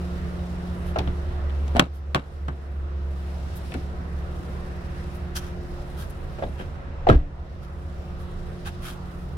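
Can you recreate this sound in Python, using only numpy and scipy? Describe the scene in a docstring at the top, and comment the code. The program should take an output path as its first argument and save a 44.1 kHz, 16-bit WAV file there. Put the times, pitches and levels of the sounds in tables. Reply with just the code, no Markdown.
"""Car doors and a tailgate on an open lot

A side door is pushed shut, then a tailgate is unlatched and swung open; another door close by is
opened and slammed. Struck panels are modal resonators over a noise crash, and closing doors boom their cabins.
Shoes and sleeves are shaped friction noise; idling engines and a cooling fan are wavering sines.
Far traffic is banded noise, and the recorder's gain ducks under the loudest blows."""
import sys
import numpy as np
from scipy import signal
from scipy.io import wavfile
from scipy.ndimage import uniform_filter1d

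SR = 44100
rng = np.random.default_rng(int(sys.argv[2]) if len(sys.argv) > 2 else 0)


def master(y):
    """Save y as 16-bit WAV."""
    cut = np.clip(np.atleast_2d(y).T, -1, 1)
    pcm = np.round(cut * 32767)  # scale
    wavfile.write(sys.argv[1], SR, pcm.astype(np.int16))


N = 413216
TIME = np.arange(N) / SR   # seconds
EDGES = 22 * 2 ** np.arange(0, 9.6, .5)   # half-octave band edges, Hz


def from_db(db):
    """Logarithmic level: decibels to an amplitude gain."""
    return 10 ** (np.asarray(db) / 20)


def rms_one(x):
    """Power normalisation: scale to rms 1."""
    return x / np.sqrt(np.mean(x ** 2) + 1e-20)


def level_at_times(rows):
    """Linear interpolation: a level curve read at every sample."""
    s, db = np.transpose(rows)
    return np.interp(TIME, s, db)


def at_hz(points, hz):
    """Logarithmic pitch: a spectrum interpolated on a log-frequency axis."""
    table_hz, values = np.transpose(points)
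    return np.interp(np.log(hz), np.log(table_hz), values)


def add(out, s, sound):
    """Superposition: mix a stereo sound in at s seconds."""
    start = max(round(s * SR), 0)
    out[:, start:start + sound.shape[1]] += sound[:, :N - start]


def drift(count, size=N):
    """Random modulation: joined Gaussian knots, count a second, around 0 with spread 1."""
    knots = rng.standard_normal(size * count // SR + 2)
    return np.interp(np.arange(size) * count / SR, np.arange(len(knots)), knots)


def panned(db):
    """Intensity stereo: left and right gains for a left minus right level in dB."""
    return from_db(np.array([[db], [-db]]) / 2)


def resonance(x, hz, width):
    """Damped resonator: a two-pole band-pass with gain 1 at its peak; hz and width in Hz."""
    r = np.exp(-np.pi * width / SR)
    gain = (1 - r * r) / 2
    return signal.lfilter(gain * np.array([1, 0, -1]), [1, -2 * r * np.cos(2 * np.pi * hz / SR), r * r], x)


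# Likeness of the two channels. Each row: frequency in Hz, left-right correlation.
CHANNEL_LIKENESS = [(30, 0.8), (200, 0.95), (400, 0.52), (700, 0.29), (1200, -0.23), (2500, 0.062),
                    (15000, -0.12)]
# Stereo balance of the noise. Each row: frequency in Hz, left minus right level in dB.
NOISE_BALANCE = [(60, -3), (250, -0.5), (600, -1.5), (1200, -3.5), (2200, 3), (4000, -1), (8000, 2.8),
                 (14000, -5.5)]


def noise_bands(size, balance=NOISE_BALANCE):
    """Partial coherence: half-octave noise bands, alike left and right mainly in the bass."""
    run_in = SR // 10   # lets the filters settle
    white = rng.standard_normal((2, 2, size + run_in))
    for k, (low, high) in enumerate(zip(EDGES, EDGES[1:])):
        band_pass = signal.butter(2, [low, high], "band", fs=SR, output="sos")
        mid, side = signal.sosfilt(band_pass, white[k % 2])[:, run_in:]   # neighbours use separate noise
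        hz = np.sqrt(low * high)
        alike = np.clip(at_hz(CHANNEL_LIKENESS, hz), -1, 1)
        pair = np.sqrt(1 + alike) * mid + np.sqrt(1 - alike) * np.array([side, -side])
        yield hz, rms_one(pair) * panned(at_hz(balance, hz))


# Spectrum of the far traffic. Each row: frequency in Hz, relative density in dB per Hz.
TRAFFIC_SPECTRUM = [(220, -9), (350, -11), (460, -10.5), (600, -12), (800, -18), (1000, -13.5),
                    (1500, -19.5), (2200, -27.5), (3000, -31.5), (4000, -37.5), (5300, -40.5), (8000, -53),
                    (15000, -67)]


def far_traffic(start_db=-40, fade_db_per_s=0.4947):
    """Incoherent sources: broadband noise that slowly thins out."""
    return TRAFFIC_SPECTRUM, from_db(start_db - fade_db_per_s * TIME)


# Spectrum of the rumble. Each row: frequency in Hz, relative density in dB per Hz.
RUMBLE_SPECTRUM = [(22, -2), (31, 15), (42, 0), (55, 0), (80, 11.5), (110, -10.5), (160, 1), (220, -20),
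                   (350, -29)]


def steady_rumble(rumble_db=-36.5):
    """Stationary noise: a low rumble of constant mean level."""
    return RUMBLE_SPECTRUM, from_db(rumble_db)


# Spectrum of the passing vehicle. Each row: frequency in Hz, relative density in dB per Hz.
SWISH_SPECTRUM = [(1100, -13.5), (1700, 20), (2400, 11.5), (3300, -23)]


def passing_vehicle(nearest_s=5, nearest_db=-52, half_s=0.25):
    """Inverse distance law: a far swish is 3 dB down half_s seconds either side of its nearest point."""
    return SWISH_SPECTRUM, from_db(nearest_db) / np.hypot(1, (TIME - nearest_s) / half_s)


# Spectrum of the cloth. Each row: frequency in Hz, relative density in dB per Hz.
CLOTH_SPECTRUM = [(1000, 0.5), (3000, 9.5), (5000, 8), (7000, -0.5), (11000, 2.5), (15000, -11.5)]
# Moves of the walker. Each row: middle in seconds, level in dB before rustle_db, half length in seconds.
WALKER_MOVES = [(0.3, -66, 1), (1.68, -71.5, 0.17), (2.348, -68, 0.41), (3.224, -65.5, 0.15),
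                (3.595, -62.5, 0.22), (4.5, -67, 0.37), (5.06, -67, 0.25), (5.882, -66.5, 0.3),
                (6.484, -69, 0.23), (7.945, -70.5, 0.43), (8.653, -68, 0.28), (9.176, -68.5, 0.16)]


def clothes(rustle_db=10.0, crinkle_db=1.5):
    """Friction noise: cloth near the microphone rustles whenever the walker moves, and crinkles quickly."""
    power = sum(from_db(db) ** 2 * np.exp(-((TIME - s) / length) ** 2) for s, db, length in WALKER_MOVES)
    return CLOTH_SPECTRUM, np.sqrt(power) * from_db(rustle_db + crinkle_db * drift(count=120))


def open_air(patchy_db=1.5):
    """Power addition: the noise layers add as powers in each band, with a slow random unevenness."""
    layers = [far_traffic(), steady_rumble(), passing_vehicle(), clothes()]
    centres = np.sqrt(EDGES[1:] * EDGES[:-1])
    shares = []
    for spectrum, _ in layers:
        inside = (centres > spectrum[0][0] / np.sqrt(2)) & (centres < spectrum[-1][0] * np.sqrt(2))
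        share = from_db(at_hz(spectrum, centres)) * np.sqrt(centres) * inside   # bandwidth grows with pitch
        shares.append(share / np.linalg.norm(share))
    out = np.zeros((2, N))
    for k, (hz, band) in enumerate(noise_bands(N)):
        power = sum((share[k] * level) ** 2 for share, (_, level) in zip(shares, layers))
        out += np.sqrt(power) * from_db(patchy_db * drift(count=10)) * band
    return out


def tone(hz, db, waver, lag_ms=-0.2, pan_db=-1.0):
    """Phase modulation: a machine tone whose phase wavers (radians) with the load; db is its rms level."""
    phase = 2 * np.pi * (np.cumsum(hz * np.ones(N)) / SR + rng.random()) + waver * drift(count=5)
    apart = np.pi * hz * lag_ms / 10 ** 3   # half the delay between the channels, as phase
    return np.sqrt(2) * from_db(db) * panned(pan_db) * np.array([np.sin(phase - apart), np.sin(phase + apart)])


# Faint steady whines of other machines. 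Each row: frequency in Hz, mean level in dB.
MACHINE_WHINES = [(549, -57.5), (710, -64.5), (748, -61)]


def whines():
    """Tonal machine noise: faint sines whose levels drift by chance."""
    return sum(tone(hz, db + 3 * drift(count=3), waver=1.5) for hz, db in MACHINE_WHINES)


# Orders of an idling four-cylinder engine. Each row: multiple of the firing rate, mean level in dB.
ENGINE_ORDERS = [(1, -45), (1.5, -64), (2, -45.5), (2.5, -52), (3, -41.5), (4, -60), (5, -45), (6, -59.5)]


def idling_engine(firing_hz=27.44, unsteady_db=1.0):
    """Engine orders: periodic firing sounds at whole and half multiples of its rate."""
    return sum(tone(k * firing_hz, db + unsteady_db * drift(count=4), waver=0.25) for k, db in ENGINE_ORDERS)


# Level of the drone along the walk. Each row: time in seconds, level in dB.
DRONE_LEVEL = [(0, -32.5), (0.9, -32.5), (1.6, -24.5), (2.14, -23.5), (2.28, -38), (2.45, -22), (2.63, -31),
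               (2.82, -23), (3.35, -28), (3.65, -36.5), (4.2, -32), (6.2, -40.5), (8.2, -36.5), (8.7, -59),
               (9.37, -35)]


def exhaust_drone(start_hz=72.36, sag_hz_per_s=0.68, step_at_s=7.9, step_hz=7.1, step_s=0.19):
    """Speed-locked pitch: the drone sinks as that engine settles, then steps up."""
    step = step_hz * np.clip((TIME - step_at_s) / step_s, 0, 1)
    return tone(start_hz - sag_hz_per_s * TIME + step, level_at_times(DRONE_LEVEL), waver=0.075)


# Blade tone along the walk. Each row: time in seconds, level in dB before lift_db.
BLADE_LEVEL = [(0, -36), (0.95, -36), (1.45, -52), (2.7, -51.5), (3.15, -43.5), (5.5, -43), (6.4, -55.5),
               (7.4, -49), (8.6, -43), (9.37, -44)]
# Octave of the blade tone. Each row: time in seconds, level in dB.
BLADE_OCTAVE_LEVEL = [(0, -44), (0.55, -49.5), (1.05, -42), (1.7, -51.5), (2.6, -49.5), (3.0, -45.5),
                      (3.4, -50.5), (4.7, -49.5), (5.7, -43.5), (6.7, -59), (8.6, -47), (9.37, -54.5)]


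def cooling_fan(blade_hz=177.1, lift_db=1.0):
    """Blade passing: a tone at the blade rate, with its octave wavering more."""
    blade = tone(blade_hz, level_at_times(BLADE_LEVEL) + lift_db, waver=0.19)
    octave = tone(2 * blade_hz, level_at_times(BLADE_OCTAVE_LEVEL), waver=0.98)
    return blade + octave


# Shoes on the ground. Each row: middle in seconds, level in dB, half length in seconds,
# tilt in dB per octave, pitch of the scrape in Hz.
SHOE_SCUFFS = [(0.886, -47, 0.033, -3, 11000), (1.962, -48.5, 0.029, -0.5, 13000),
               (3.57, -46.5, 0.016, 5, 13000), (5.16, -56, 0.019, 5, 11500), (5.372, -30.5, 0.017, 0, 5700),
               (5.451, -47.5, 0.061, -2.5, 5700), (6.012, -43.5, 0.036, -1, 13100),
               (6.105, -52, 0.009, 6, 11000), (6.612, -43, 0.031, -5, 2860),
               (7.643, -51.5, 0.025, -2, 5000), (8.214, -54, 0.026, -2, 13000),
               (8.674, -35.5, 0.02, -2.5, 2540), (8.878, -38.5, 0.049, -0.8, 2310)]
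# Colour of the rubbing. Each row: frequency in Hz, relative level in dB per half-octave band.
RUB_COLOUR = [(500, -18), (900, -6), (1500, -7.5), (2200, -8.5), (3200, -6.5), (5500, -1), (8000, -10.5),
              (11500, 9.5), (15000, -15.5)]
# Resonances of a sliding sole. Each row: frequency in Hz, width in Hz, gain in dB.
SOLE_RESONANCES = [(1360, 120, 3.5), (1540, 200, 11), (2660, 230, 1), (3160, 220, 8), (3700, 96, -1),
                   (6050, 240, -3), (11200, 1300, -4)]


def scuffs(grit_db=2.0, pivot_hz=4500, bite=3.3, scrape_width=0.19):
    """Friction excitation: gritty sliding noise bites quickly, rings in the sole and fades."""
    out, size = np.zeros((2, N)), SR // 4
    t = (np.arange(size) - size / 2) / SR
    bands = list(noise_bands(size * 4))
    for s, db, length, tilt_db, scrape_hz in SHOE_SCUFFS:
        start = rng.integers(size * 3)   # a fresh stretch of noise
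        rub = np.zeros((2, size))
        for hz, band in bands:
            if hz > RUB_COLOUR[0][0]:
                colour_db = at_hz(RUB_COLOUR, hz) + tilt_db * np.log2(hz / pivot_hz)
                rub += from_db(colour_db) * band[:, start:start + size]
        rub = rub * from_db(grit_db * drift(count=500, size=size))
        rub = rub + sum(from_db(ring_db) * resonance(rub, hz, width) for hz, width, ring_db in SOLE_RESONANCES)
        rub = rub + resonance(rub, scrape_hz, scrape_width * scrape_hz)
        stroke = np.exp(-np.abs(t / length) ** np.where(t < 0, bite, 1.5))
        add(out, s + t[0], from_db(db) * rms_one(rub) * stroke)
    return out


# Air squeezed by a closing door. Each row: time of the peak in seconds, level of the air's swing in dB,
# frequency in Hz, half length in seconds.
CABIN_BOOMS = [(1.096, -20, 66.6, 0.017), (7.167, -1.5, 58.5, 0.017)]


def cabin_booms(sway_hz=22, sway_db=-10, sway_length=0.056):
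    """Cavity resonance: trapped air swells for a few cycles while the body rocks slower on its springs."""
    out = np.zeros(N)
    for s, db, hz, length in CABIN_BOOMS:
        t = TIME - s
        air = np.cos(2 * np.pi * hz * t) * np.exp(-np.abs(t / length))
        sway = np.cos(2 * np.pi * sway_hz * t) * np.exp(-np.abs(t / sway_length))
        out -= from_db(db) * (air + from_db(sway_db) * sway)
    return out


def settling(rows, count=2, gap_s=0.008, loss_db=10.5, bass_step_db=3.5, treble_step_db=-4.5, octaves=-0.1,
             rattle_after_s=0.044, rattle_loss_db=36, rattle_hz=3050):
    """Inelastic rebound: a panel returns from its seal weaker, heavier, duller, lower; the lock rattles once."""
    for s, db, bass_db, treble_db, spot_hz in rows:
        for k in range(count + 1):
            yield (s + k * gap_s, db - k * loss_db, bass_db + k * bass_step_db,
                   treble_db + k * treble_step_db, spot_hz * 2 ** (k * octaves))
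        yield s + rattle_after_s, db - rattle_loss_db, 0, 0, rattle_hz


# Decay of the crash. Each row: frequency in Hz, time to fall by 60 dB in seconds.
CRASH_DECAY = [(80, 0.16), (400, 0.14), (1500, 0.069), (3200, 0.057), (5200, 0.042), (15000, 0.012)]
# Stereo balance of struck panels. Each row: frequency in Hz, left minus right level in dB.
STRUCK_BALANCE = [(60, 1), (600, -1), (1250, -1), (2300, 5.5), (4400, -0.5), (8000, -9), (14000, 1)]


def blows(rows, modes, crash, lag_ms, tail_db, tail_t60, knock_db, crack_db, ring_db, spot_db=11.0,
          spot_octaves=0.4, knock_cycles=44.0, crack_t60=0.011, rise_s=0.00027, bass_hz=280,
          treble_hz=2200, scatter_db=-4.0, rattle_db=4.0):
    """Modal excitation: a contact cracks, knocks and rings panel modes over a crash with an outdoor tail."""
    out, t = np.zeros((2, N)), np.arange(SR * 2 // 5) / SR
    lag_s = np.array([[max(lag_ms, 0)], [max(-lag_ms, 0)]]) / 10 ** 3
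    age = np.maximum(t - lag_s, 0)   # one channel hears it first
    bands = list(noise_bands(len(t) * 2, STRUCK_BALANCE))
    crack = from_db(crack_db - 60 * age / crack_t60)
    tail = from_db(tail_db - 60 * age / tail_t60)
    fades = [from_db(-60 * age / at_hz(CRASH_DECAY, hz)) + tail + crack * hz / (hz + treble_hz)
             for hz, _ in bands]
    rings = []
    for k, (hz, _, t60) in enumerate(modes):
        swing = (-1) ** k * np.sin(2 * np.pi * hz * age)   # neighbouring modes start in opposite sense
        rings.append(swing * from_db(-60 * age / t60) * panned(at_hz(STRUCK_BALANCE, hz)))
    for s, db, bass_db, treble_db, spot_hz in rows:
        def force(hz):
            """Contact spectrum: mass drives the bass, hardness the treble, the spot its nearby modes."""
            near = np.exp(-(np.log2(hz / spot_hz) / spot_octaves) ** 2)
            bass = bass_db / (1 + (hz / bass_hz) ** 4)
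            treble = treble_db / (1 + (treble_hz / hz) ** 4)
            return from_db(db + spot_db * near + bass + treble)
        start = rng.integers(len(t))   # a fresh stretch of noise
        hit = np.zeros((2, len(t)))
        for (hz, band), fade in zip(bands, fades):
            hit += force(hz) * from_db(at_hz(crash, hz)) * fade * band[:, start:start + len(t)]
        hit = hit * from_db(rattle_db * drift(count=400, size=len(t)))   # loose parts chatter
        for (hz, mode_db, _), ring in zip(modes, rings):
            hit = hit + force(hz) * from_db(ring_db + mode_db + scatter_db * rng.standard_normal()) * ring
        cycles = spot_hz * age
        knock_fade = from_db(knock_db - 60 * cycles / knock_cycles)
        knock = np.cos(2 * np.pi * cycles) * (1 - np.exp(-2 * cycles)) * knock_fade
        rise = 1 - np.exp(-age * from_db(treble_db) / rise_s)   # soft contacts build up more slowly
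        add(out, s, (hit + force(spot_hz) * knock) * rise)
    return out


# Tailgate handle, latch and stay. Each row: start in seconds, level in dB before the colouring,
# extra bass in dB, extra treble in dB, pitch of the struck spot in Hz.
TAILGATE_CONTACTS = [(1.496, -55, -5, 6, 2970), (1.680, -58, 6, 9, 5800), (1.750, -32, 10, -13, 610),
                     (1.759, -25.5, 11.5, -7, 800), (1.766, -25.5, -10, 4.5, 685),
                     (1.790, -11.5, -18, -23, 600), (1.795, -8.5, 5.5, 3.5, 1134), (2.147, -10, 1, 2, 1235),
                     (2.482, -26.5, 5.5, -6.5, 1270), (3.720, -39.5, -2, -8, 2550),
                     (3.740, -44, 4, 13.5, 1520), (3.747, -30.5, 3, -16, 312)]
# Modes of the tailgate. Each row: frequency in Hz, relative level in dB, time to fall by 60 dB in seconds.
TAILGATE_PANEL = [(153, -5.5, 0.09), (205, -8, .12), (260, -8.5, 0.1), (676, -7, 0.085), (745, -6, 0.059),
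                  (1160, -16, 0.065), (1183, -2, 0.042), (1454, -13, .1), (1526, -23, 0.14),
                  (1740, -15, 0.11), (2260, -18, 0.11), (2560, -27, .13), (3020, -25, .14),
                  (3350, -33, .14), (3880, -32, 0.091)]
# Crash of its trim and lock parts. Each row: frequency in Hz, relative level in dB per half octave.
TAILGATE_TRIM = [(80, -29.5), (150, -10), (300, -12.5), (500, -10), (1000, -14), (2000, -12.5), (3200, -11),
                 (4800, -25.5), (7000, -24.5), (14000, -34.5)]


def tailgate():
    """Impact on a damped panel: handle, latch and stay ring short modes under a strong crack."""
    return blows(settling(TAILGATE_CONTACTS), TAILGATE_PANEL, TAILGATE_TRIM, lag_ms=0.22, tail_db=-19.5,
                 tail_t60=0.25, knock_db=-8.0, crack_db=14.0, ring_db=-0.5)


# Side doors touch, latch and unlatch. Each row: start in seconds, level in dB before the colouring,
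# extra bass in dB, extra treble in dB, pitch of the struck spot in Hz.
DOOR_CONTACTS = [(0.959, -21.5, -18, -7.5, 770), (0.987, -29.5, 5.5, 13.5, 840),
                 (1.074, -33.5, 10, -6, 3050), (6.385, -35, -11, -6, 598), (6.423, -25.5, -23, -8, 648),
                 (6.436, -36, 10, -3, 3500), (6.595, -29.5, -3, -12, 2840), (7.069, -15.5, -21, -14, 708),
                 (7.088, -14, -7, -1, 697), (7.093, -19, -3, -9, 372), (7.097, -15, 8.5, 3, 1270),
                 (7.124, -32, 13.5, -4, 1750)]
# Modes of a door. Each row: frequency in Hz, relative level in dB, time to fall by 60 dB in seconds.
DOOR_PANEL = [(150, -11, 0.46), (237, -18, 0.25), (292, -9, 0.43), (393, 1.5, 0.048), (506, -8, 0.083),
              (618, -8, 0.054), (754, -18, 0.1), (1174, -12.5, 0.14), (1332, -10.5, 0.086),
              (1640, -8, 0.12), (2980, -36, .12), (3070, -25.5, 0.13), (3420, -27, 0.081)]
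# Crash of its trim and lock parts. Each row: frequency in Hz, relative level in dB per half octave.
DOOR_TRIM = [(80, -12.5), (200, -8.5), (600, -11.5), (1000, -20), (2000, -16), (3300, -18.5), (6000, -34),
             (14000, -40.5)]


def side_doors():
    """Impact on a resonant panel: touches and latches ring long low modes under a mild crack."""
    return blows(settling(DOOR_CONTACTS), DOOR_PANEL, DOOR_TRIM, lag_ms=-0.27, tail_db=-14,
                 tail_t60=0.37, knock_db=-6.0, crack_db=0.5, ring_db=-3.5)


def scene():
    """Superposition: doors and footwork in front of the hum of the lot."""
    machines = whines() + idling_engine() + exhaust_drone() + cooling_fan()
    return open_air() + machines + scuffs() + cabin_booms() + tailgate() + side_doors()


def record(dry, threshold_db=-7.5, release_db_per_s=5.0, ceiling=1.3, cutoff_hz=15900):
    """Gain limiting: loud blows duck the gain, which creeps back; peaks are rounded and the top is cut."""
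    power = uniform_filter1d(np.mean(dry ** 2, axis=0), size=SR // 100)
    level_db = 10 * np.log10(np.abs(power) + 1e-12)
    recovery = release_db_per_s * TIME
    duck_db = np.maximum.accumulate(np.maximum(level_db - threshold_db, 0) + recovery) - recovery
    ducked = dry * from_db(-uniform_filter1d(duck_db, size=SR // 200))
    rounded = ceiling * np.tanh(ducked / ceiling)
    low_pass = signal.ellip(10, .1, 80, cutoff_hz, fs=SR, output="sos")
    return signal.sosfilt(low_pass, rounded)


dry = scene()
out = record(dry)
master(out)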